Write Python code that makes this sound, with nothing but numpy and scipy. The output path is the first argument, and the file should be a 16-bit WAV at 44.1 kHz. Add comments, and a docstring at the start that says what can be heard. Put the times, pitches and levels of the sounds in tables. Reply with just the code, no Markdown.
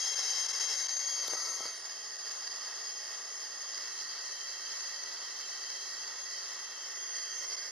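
"""A spark plug on a workbench, fed by an ignition coil switched about 3200 times a second.
The gap fires unevenly and rings plug and bench in a hiss; the flexing coil core adds a whine.
The colour shifts as a handheld camera moves from plug to circuit board to heat sink and draws back,
with a few handling knocks on the way. A quiet rush and an electric hum fill the workshop."""
import sys
import numpy as np
from scipy import signal
from scipy.fft import rfft, irfft, next_fast_len
from scipy.io import wavfile
from scipy.ndimage import uniform_filter1d, map_coordinates

SR = 44100
rng = np.random.default_rng(int(sys.argv[2]) if len(sys.argv) > 2 else 0)


def to_wav(s):
    """Save 16-bit WAV."""
    ch = np.atleast_2d(s).T  # columns
    pcm = np.round(np.clip(ch, -1, 1) * 32767)  # PCM
    wavfile.write(sys.argv[1], SR, pcm.astype(np.int16))


N = 340003
TIME_S = np.arange(N) / SR
FFT_SIZE = next_fast_len(N + SR // 2, True)
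FREQ_HZ = np.fft.rfftfreq(FFT_SIZE, 1 / SR)

# coil driver, slowing under spark load: time_s, rate_hz
DRIVER_RATE = [(0.0, 3228), (0.3, 3172), (0.78, 3210), (0.86, 3170), (1.11, 3232), (1.25, 3167),
               (1.5, 3198), (2.0, 3170), (2.2, 3186), (2.5, 3168), (2.72, 3163), (2.82, 3214), (3.08, 3174),
               (3.4, 3201), (3.72, 3166), (3.95, 3150), (4.33, 3130), (4.5, 3158), (5.05, 3162),
               (5.12, 3183), (5.18, 3143), (5.72, 3140), (5.82, 3175), (6.0, 3159), (6.25, 3245),
               (6.36, 3133), (6.63, 3182), (6.93, 3147), (7.02, 3210), (7.15, 3180), (7.4, 3173),
               (7.52, 3206), (7.7, 3195)]
# coil voltage over the gap's need, positive steady, negative ragged: time_s, margin
FIRING_MARGIN = [(0, 0.064), (1.62, 0.42), (1.8, -0.32), (3.4, -0.24), (4.0, -0.43), (6.2, -0.44),
                 (7.08, -0.064), (7.22, -0.49), (7.4, 0.49), (7.62, -0.34)]
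# spark at the camera: time_s, level_db
SPARK_LEVEL = [(0.0, -33), (1.0, -33.5), (1.66, -36), (1.76, -42.5), (1.98, -43.5), (2.42, -42),
               (3.46, -42.5), (3.74, -42), (6.46, -42.5), (6.76, -44), (6.88, -43), (7.08, -41.5),
               (7.2, -41.5), (7.62, -42.5), (7.7, -43.5)]
# gap falters or flares: centre_s, length_s, gain_db
SPUTTERS = [(0.152, 0.01, -8), (0.192, 0.0069, 4), (0.446, 0.009, 1.5), (0.478, 0.017, -10),
            (0.526, 0.012, -7.5), (0.594, 0.0055, -9), (0.612, 0.027, 3.5), (0.878, 0.01, -13.5),
            (0.971, 0.011, 6), (0.988, 0.0062, -6), (1.203, 0.07, 0.5), (1.363, 0.011, -5),
            (1.858, 0.019, 4.5), (2.177, 0.0098, -5), (2.317, 0.012, 5), (2.476, 0.008, 4.5),
            (3.713, 0.0046, -4), (3.778, 0.0082, 4), (4.324, 0.006, 3), (4.414, 0.0069, 2.5),
            (5.038, 0.0063, 6.5), (5.701, 0.0066, 6), (6.08, 0.0042, 3), (7.561, 0.0072, -12)]
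# camera moves from each place to the next: start_s, end_s
CAMERA_MOVES = [(.72, 1.25), (1.62, 1.874), (3.65, 3.9), (6.78, 7.45)]
# plug, board, heat sink, hand resting, drawn back: bounce_delay_ms, bounce_gain, pan_db
CAMERA_PLACES = [(0.5, 0, 1.8), (0.425, 0.1, 0.3), (0.59, 0.08, -0.8), (0.58, 0.04, -2.2),
                 (0.69, 0.16, -3.2)]
# plug and bench resonances: pitch_hz, width_hz, plug_db, board_db, sink_db, hand_db, back_db
BENCH_MODES = [(568, 290, -13, -11, -15, -15.5, -7), (1025, 330, -10.5, -7, -15, -24, -16),
               (1872, 84, -25, -26, -2, 1.5, -26), (1969, 29.6, -12, 2, -6, 1.5, -16),
               (2030, 350, -3, -4.5, -22, -48, 1), (2970, 1390, -5, -15, -9.5, -7.5, -7.5),
               (3920, 204, 2, -2.5, -13.5, -25, -18), (4090, 230, -22, -17, -12.5, -3, -14),
               (4570, 400, -20, 3, -5.5, -8.5, -5), (4691, 83, 10, 8, 2.5, 6.5, 1),
               (4806, 59, -9, -2, -3, 9, -1), (4890, 240, 2, 2, 1.5, -12, 1),
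               (5176, 120, 8.5, 0, -0.5, 1, 3), (5407, 145, 12, 7.5, 3, 7.5, 11),
               (5580, 130, -10, 0, -1, 0, 8), (6034, 205, 5, 3, -3.5, -4, 0.5),
               (6186, 131.5, -8, 4, -7, -1.5, 2), (6277, 100, 0, 2, -9, -2, 1.5),
               (6482, 237, -2.5, -3, -0.5, -1.5, 1), (6950, 760, -3.5, -8, -9, -6, -3),
               (9255, 460, -14.5, -17.5, -17.5, -21, -16), (12150, 3150, -19, -18, -20.5, -18.5, -16.5)]
# left port over right, at plug and board: freq_hz, pan_db
PLUG_PAN = [(1000, -2), (3000, 0), (5600, 1.5), (6300, 4.5), (7200, 6), (8400, 9), (9600, 3.5), (12000, 4)]
# left port's phase lead there: freq_hz, lead_rad
PLUG_LEAD = [(300, 0.14), (4500, 0.42), (5900, -0.5), (7000, -0.5), (9400, 0.5), (12000, 1.7)]
# left port over right, from the heat sink on: freq_hz, pan_db
SINK_PAN = [(60, 0.0), (97, -2.5), (160, -13), (250, -3), (410, -2), (660, 2), (1070, -6), (1730, -1.5),
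            (2800, 5), (4530, -4.5), (7320, 6.5), (11800, -1.5)]
# left port's phase lead there: freq_hz, lead_rad
SINK_LEAD = [(300, 0.051), (4400, 0.11), (5200, 0.3), (5800, 6.8), (6500, 3.09), (8400, 3.2), (9800, 0.46),
             (11000, 3.5)]
# colour of the scatter off tools and walls: freq_hz, gain_db
SCATTER_SPECTRUM = [(500, 6.5), (2000, 2.5), (4700, 0), (6300, -3), (7500, 2), (12000, -2.5)]
# plug's ringing band as hand and camera shift: time_s, gain_db
RINGING_GAIN = [(0, 1.5), (1.7, -3), (2.2, 0), (2.9, 0.5), (3.1, -3), (3.3, -4), (3.55, -1.5), (3.8, 0.5),
                (3.92, -1.5), (4.05, 2.5), (4.25, 0), (6.05, 0), (6.27, -2), (6.37, 1.5), (6.55, -1.5),
                (6.77, -2), (7.08, -3), (7.2, 3), (7.38, -1.5), (7.58, 5.5), (7.7, 0.5)]
# coil whine at the camera: time_s, level_db
WHINE_LEVEL = [(0, -50.5), (1.27, -51.5), (1.4, -60), (1.62, -53.5), (2.05, -62), (2.55, -64.5),
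               (3.75, -67), (4.4, -55), (4.88, -54), (5.11, -71), (5.18, -52.5), (5.7, -55), (5.82, -55),
               (6.28, -69), (6.36, -47), (6.48, -67), (6.9, -53.5), (7.08, -59.5), (7.5, -53), (7.7, -61)]
# workshop rush: freq_hz, relative_db
RUSH_SPECTRUM = [(25, -21), (90, -47), (170, -21), (280, -11.5), (400, -3), (700, -1), (1200, 7.5),
                 (2000, -1), (3500, 0.5), (7000, -40), (12000, -53)]
# electric hum: pitch_hz, level_db
HUM_LINES = [(240, -77.5), (360, -75), (400, -73), (480, -99), (560, -72), (720, -73.5), (840, -78.5)]
# coil whistles an octave above its whine: centre_s, length_s, level_db
OCTAVE_WHISTLES = [(1.22, 0.08, -40), (7.38, 0.18, -44)]
# handling knocks: start_s, thud_gain_db, click_gain_db, scuff_t60_s
GRIP_KNOCKS = [(1.2798, -49, -25.5, 0.0039), (1.2825, -41, -37, 0.0043), (1.3285, -38, -52, 0.0048),
               (1.3352, -26.5, -36, 0.004), (1.353, -42, -56, 0.019), (1.504, -56, -44, 0.02),
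               (1.606, -41.5, -41, 0.02), (1.629, -44, -47, 0.028), (1.655, -41, -44, 0.029)]
# dull part of a knock: freq_hz, relative_db
THUD_SPECTRUM = [(30, -19), (120, -22), (200, -13), (330, 0), (600, 2), (1000, -1), (1500, -8), (2200, -12),
                 (5000, -52)]
# sharp part of a knock: freq_hz, relative_db
CLICK_SPECTRUM = [(300, -54), (1700, -7), (2900, -17), (3750, -4), (4200, -8), (5200, -1), (6500, -15),
                  (8500, -12), (11500, -6.5)]
# fingers sliding on the camera: centre_s, length_s, level_db
FINGER_RUBS = [(1.343, 0.22, -52), (1.498, 0.054, -52), (1.632, 0.16, -54)]
# camera case resonances: pitch_hz, width_hz, relative_db
CASE_MODES = [(526.5, 240, -28), (1076, 16, -9), (1314, 47, -6)]
# camera notches near 2400 and 8000 Hz, shallow bench antiresonance near 3000 Hz:
# centre_hz, width_hz, depth_db
NARROW_DIPS = [(2404.5, 279, -50), (3000, 216, -9), (7980, 620, -45)]


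def amp(db):
    """Decibels to amplitude."""
    return 10 ** (np.asarray(db) / 20)


def unit_rms(x):
    """Scale to an RMS of 1."""
    return x / np.sqrt(np.mean(x ** 2) + 1e-20)


def over_freq(points):
    """(freq_hz, value) points at every bin, on a log axis."""
    freq_hz, values = np.transpose(points)
    return np.interp(np.log(FREQ_HZ + 1), np.log(freq_hz + 1), values)


def over_time(points):
    """(time_s, value) points at every sample."""
    return np.interp(TIME_S, *np.transpose(points))


def wobble(rate_hz):
    """Smooth random curve, rate_hz knots a second."""
    return map_coordinates(rng.standard_normal(int(N * rate_hz / SR) + 4), [TIME_S * rate_hz])


def swells(rows):
    """Bell-shaped gains from (centre_s, length_s, level_db) rows."""
    return sum(amp(db) * np.exp(-(2 * (TIME_S - centre_s) / length_s) ** 2)
               for centre_s, length_s, db in rows)


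def filtered(x, response):
    """Apply a frequency response."""
    return irfft(rfft(x, FFT_SIZE) * response, FFT_SIZE)[..., :N]


def minimum_phase(gain):
    """Response with this gain that rings only after it is struck."""
    cepstrum = irfft(np.log(np.maximum(gain, 1e-6)), FFT_SIZE)
    cepstrum[1:FFT_SIZE // 2] *= 2
    cepstrum[FFT_SIZE // 2 + 1:] = 0
    return np.exp(rfft(cepstrum))


def resonances(modes):
    """Gain of (pitch_hz, width_hz, level_db) peaks, summed in power."""
    return np.sqrt(sum((amp(db) / (1 + ((FREQ_HZ - pitch_hz) / (.75 * width_hz)) ** 2)) ** 2
                       for pitch_hz, width_hz, db in modes))


def impulses(at_samples, sizes):
    """Windowed-sinc pulses at fractional sample positions."""
    index = np.floor(at_samples).astype(int)[:, None] + np.arange(-7, 9)
    offset = index - at_samples[:, None]
    shape = np.sinc(offset) * np.cos(np.pi * offset / 16) ** 2
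    return np.bincount(np.clip(index, 0, N).ravel(), (sizes[:, None] * shape).ravel(), N + 1)[:N]


def place_shares():
    """Share of each place heard; every move fades one into the next."""
    progress = [np.clip((TIME_S - start_s) / (end_s - start_s), 0, 1) for start_s, end_s in CAMERA_MOVES]
    return -np.diff([np.ones(N), *progress, np.zeros(N)], axis=0)


def viewpoint():
    """Bounce delay_ms, bounce gain and pan_db along the camera's path."""
    return np.transpose(CAMERA_PLACES) @ place_shares()


def coil_driver(break_sigma=1.15, drift=0.00363, break_speedup=.011):
    """Cycle count and arc hold (0-1); the driver speeds up when the arc briefly breaks."""
    holding = .5 + .5 * np.tanh(4 * (break_sigma - wobble(rate_hz=90)))
    speed = 1 + drift * wobble(rate_hz=110) + break_speedup * (1 - holding)
    return np.cumsum(over_time(DRIVER_RATE) * speed) / SR, holding


def firing_margin(idle_hz=3200, full_load_sag_hz=50):
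    """The coil's spare voltage shrinks under load and wanders by chance."""
    load = (idle_hz - over_time(DRIVER_RATE)) / full_load_sag_hz
    return np.clip(over_time(FIRING_MARGIN) - 0.65 * load + 0.63 * wobble(rate_hz=60), -.7, 1.5)


def discharges(cycles, period_jitter=0.0341, drain=0.3, firmness=1.25, spread_db=1.76):
    """One chance of a spark per driver cycle; returns the pulses and their timing in cycles."""
    cycle_starts = np.searchsorted(cycles, np.arange(1, int(cycles[-1])))
    luck, stretch, strength = rng.standard_normal((N // 10, 3))[:len(cycle_starts)].T
    margin = firing_margin()[cycle_starts]
    # periods scatter less in steady firing
    spark_cycles = np.cumsum(1 + period_jitter * np.exp(-0.3 * margin) * stretch)
    at_samples = np.interp(spark_cycles, cycles, np.arange(N))
    # a spark drains the coil: the next cycle is likelier to miss
    luck = signal.lfilter([1], [1, drain], luck)
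    firing = 1 + np.tanh(firmness * (margin + luck))
    sizes = firing * amp(spread_db * strength) * (spark_cycles < cycles[-1])
    # steady supply power: rarer sparks are stronger
    power = np.abs(uniform_filter1d(sizes ** 2, size=30))
    return impulses(at_samples, sizes / np.sqrt(power + 0.25)), spark_cycles


def bench_bounce(x, passing_gain=.55):
    """A second path off the bench top; it strengthens and sweeps the colour as the camera travels."""
    delay_ms, gain, _ = viewpoint()
    travelling = 1 - np.sum(place_shares() ** 2, axis=0)
    delayed = map_coordinates(x, [np.arange(N) - delay_ms * SR / 1000])
    return x + (gain + passing_gain * travelling) * delayed


def reflections(x, t60_s, wet_db):
    """Tools, bench and walls scatter the sound; the two microphone ports agree only at low pitch."""
    t = TIME_S[:SR // 3]
    tails = rng.standard_normal((3, len(t))) * amp(-60 * t / t60_s) * (t > .002)
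    shared, *own = rfft(tails / np.linalg.norm(tails, axis=1, keepdims=True), FFT_SIZE)
    apart = over_freq([(1500, 0.019), (4500, 0.85), (7500, 1.0)])
    scatter = np.sqrt(1 - apart) * shared + np.sqrt(apart) * np.array(own)
    return x + filtered(x, amp(wet_db + over_freq(SCATTER_SPECTRUM)) * scatter)


def bench_ring(pulses, cutoff_hz=380, dip_hz=3400, dip_width_hz=400, dip_db=-10):
    """Pulses ring plug and bench in each place's colour, at a levelled RMS."""
    pitch_hz, width_hz, *places_db = np.transpose(BENCH_MODES)
    # a small source radiates little bass; the bench radiates poorly between two modes
    radiation = 1 / np.sqrt(1 + (cutoff_hz / (FREQ_HZ + 1)) ** 8)
    radiation *= amp(dip_db * np.exp(-((FREQ_HZ - dip_hz) / dip_width_hz) ** 2))
    ports = [(PLUG_PAN, PLUG_LEAD)] * 2 + [(SINK_PAN, SINK_LEAD)] * 3
    heard = np.zeros((2, N))
    for share, mode_db, (pan, lead) in zip(place_shares(), places_db, ports):
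        ring = minimum_phase(radiation * resonances(zip(pitch_hz, width_hz, mode_db)))
        left = amp(over_freq(pan) / 2) * np.exp(.5j * over_freq(lead))
        pair = np.array([left, 1 / left])
        direct = filtered(pulses, ring * pair / np.linalg.norm(pair, axis=0))
        heard += np.sqrt(np.clip(share, 0, 1)) * unit_rms(reflections(direct, t60_s=0.11, wet_db=-1))
    slow_rms = np.sqrt(np.abs(uniform_filter1d(heard.mean(0) ** 2, size=6000)) + 1e-9)
    return heard / slow_rms


def ringing_shift(x, centre_hz=4530, half_width_hz=530):
    """The plug's ringing swells and sinks as hand and camera shift."""
    band = filtered(x, 1 / (1 + ((FREQ_HZ - centre_hz) / half_width_hz) ** 8))
    return x + band * (amp(over_time(RINGING_GAIN)) - 1)


def spark(pulses, sputter_db, trim_db=-1.32, flutter_db=.6):
    """Flickering hiss of the discharges, heard through plug and bench."""
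    flicker_db = 0.78 * wobble(rate_hz=45) + 0.59 * wobble(rate_hz=220)
    hiss = ringing_shift(bench_ring(bench_bounce(pulses * amp(flicker_db))))
    return hiss * amp(over_time(SPARK_LEVEL) + trim_db + sputter_db + flutter_db * wobble(rate_hz=10))


def core_phase(cycles, spark_cycles, jitter_share=.36):
    """The heavy core flexes once a cycle and follows part of the sparks' timing scatter."""
    scattered = np.interp(cycles, spark_cycles, np.arange(len(spark_cycles)))
    return 2 * np.pi * (cycles + jitter_share * (scattered - cycles))


def coil_whine(phase_rad, holding, sputter_db, flutter_db=.9, pan_db=4):
    """The core's tone while the arc holds; it sinks when the gap falters but never flares."""
    tone = holding * unit_rms(np.sin(phase_rad))
    level_db = over_time(WHINE_LEVEL) + flutter_db * wobble(rate_hz=22) + np.minimum(sputter_db, 0)
    return tone * amp(level_db) * amp([[pan_db / 2], [-pan_db / 2]])


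def ignition():
    """One driver sets the spark's hiss, the coil's whine and its brief octave whistles."""
    cycles, holding = coil_driver()
    pulses, spark_cycles = discharges(cycles)
    phase_rad = core_phase(cycles, spark_cycles)
    sputter_db = sum(db * np.exp(-np.abs(2 * (TIME_S - centre_s) / length_s) ** 3)
                     for centre_s, length_s, db in SPUTTERS)
    hiss = spark(pulses, sputter_db)
    whine = coil_whine(phase_rad, holding, sputter_db)
    whistles = unit_rms(np.sin(2 * phase_rad)) * swells(OCTAVE_WHISTLES)
    _, _, pan_db = viewpoint()
    return (hiss + whine + whistles) * amp([pan_db / 2, -pan_db / 2])


def workshop_rush(level_db=-55.5, side_db=-12, flutter_db=1.6):
    """Quiet room noise, nearly alike at both ports."""
    mid, side = unit_rms(filtered(rng.standard_normal((2, N)), amp(over_freq(RUSH_SPECTRUM))))
    side *= amp(side_db)
    return np.array([mid + side, mid - side]) * amp(level_db + flutter_db * wobble(rate_hz=6))


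def electric_hum(flicker_db=1.2, waver_rad=0.41, at_plug_db=-10):
    """Slightly wavering hum lines, weaker beside the plug."""
    hum = np.zeros(N)
    for pitch_hz, level_db in HUM_LINES:
        gain = amp(level_db + flicker_db * wobble(rate_hz=5))
        hum += gain * np.sin(2 * np.pi * pitch_hz * TIME_S + waver_rad * wobble(rate_hz=5))
    return hum * amp(at_plug_db * place_shares()[0])


def contact(t60_s, push_db):
    """One sharp push, then a short scuff."""
    t = TIME_S[:SR // 10]
    scuff = amp(-60 * t / t60_s) * rng.standard_normal(len(t)) * (t > 0)
    return amp(push_db) * (t == 0) + scuff


def handling():
    """The grip shifts on the camera: dull knocks with a click, and rubs that ring its case."""
    thuds, clicks = np.zeros((2, N))
    for start_s, thud_db, click_db, scuff_t60_s in GRIP_KNOCKS:
        start = round(start_s * SR)
        span = slice(start, start + SR // 10)
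        thuds[span] += amp(thud_db) * contact(scuff_t60_s, push_db=15)
        clicks[span] += amp(click_db) * contact(t60_s=0.004, push_db=10)
    thuds = filtered(thuds, minimum_phase(unit_rms(amp(over_freq(THUD_SPECTRUM)))))
    clicks = filtered(clicks, minimum_phase(unit_rms(amp(over_freq(CLICK_SPECTRUM)))))
    case_ring = unit_rms(filtered(rng.standard_normal(N), resonances(CASE_MODES)))
    rubs = case_ring * swells(FINGER_RUBS) * amp(wobble(rate_hz=120))
    return reflections(np.array([thuds + clicks + rubs] * 2), t60_s=.08, wet_db=-16)


def scene():
    """Ignition, handling and workshop, in stereo."""
    return ignition() + handling() + workshop_rush() + electric_hum()


def record(dry):
    """Narrow dips from two camera notches and a bench antiresonance; the camera cuts the top treble."""
    top_hz = 12100
    dips = [1 - (1 - amp(depth_db)) / (1 + (2 * (FREQ_HZ - centre_hz) / width_hz) ** 4)
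            for centre_hz, width_hz, depth_db in NARROW_DIPS]
    return filtered(dry, np.prod(dips, axis=0) * (FREQ_HZ < top_hz))


dry = scene()
out = record(dry)
to_wav(out)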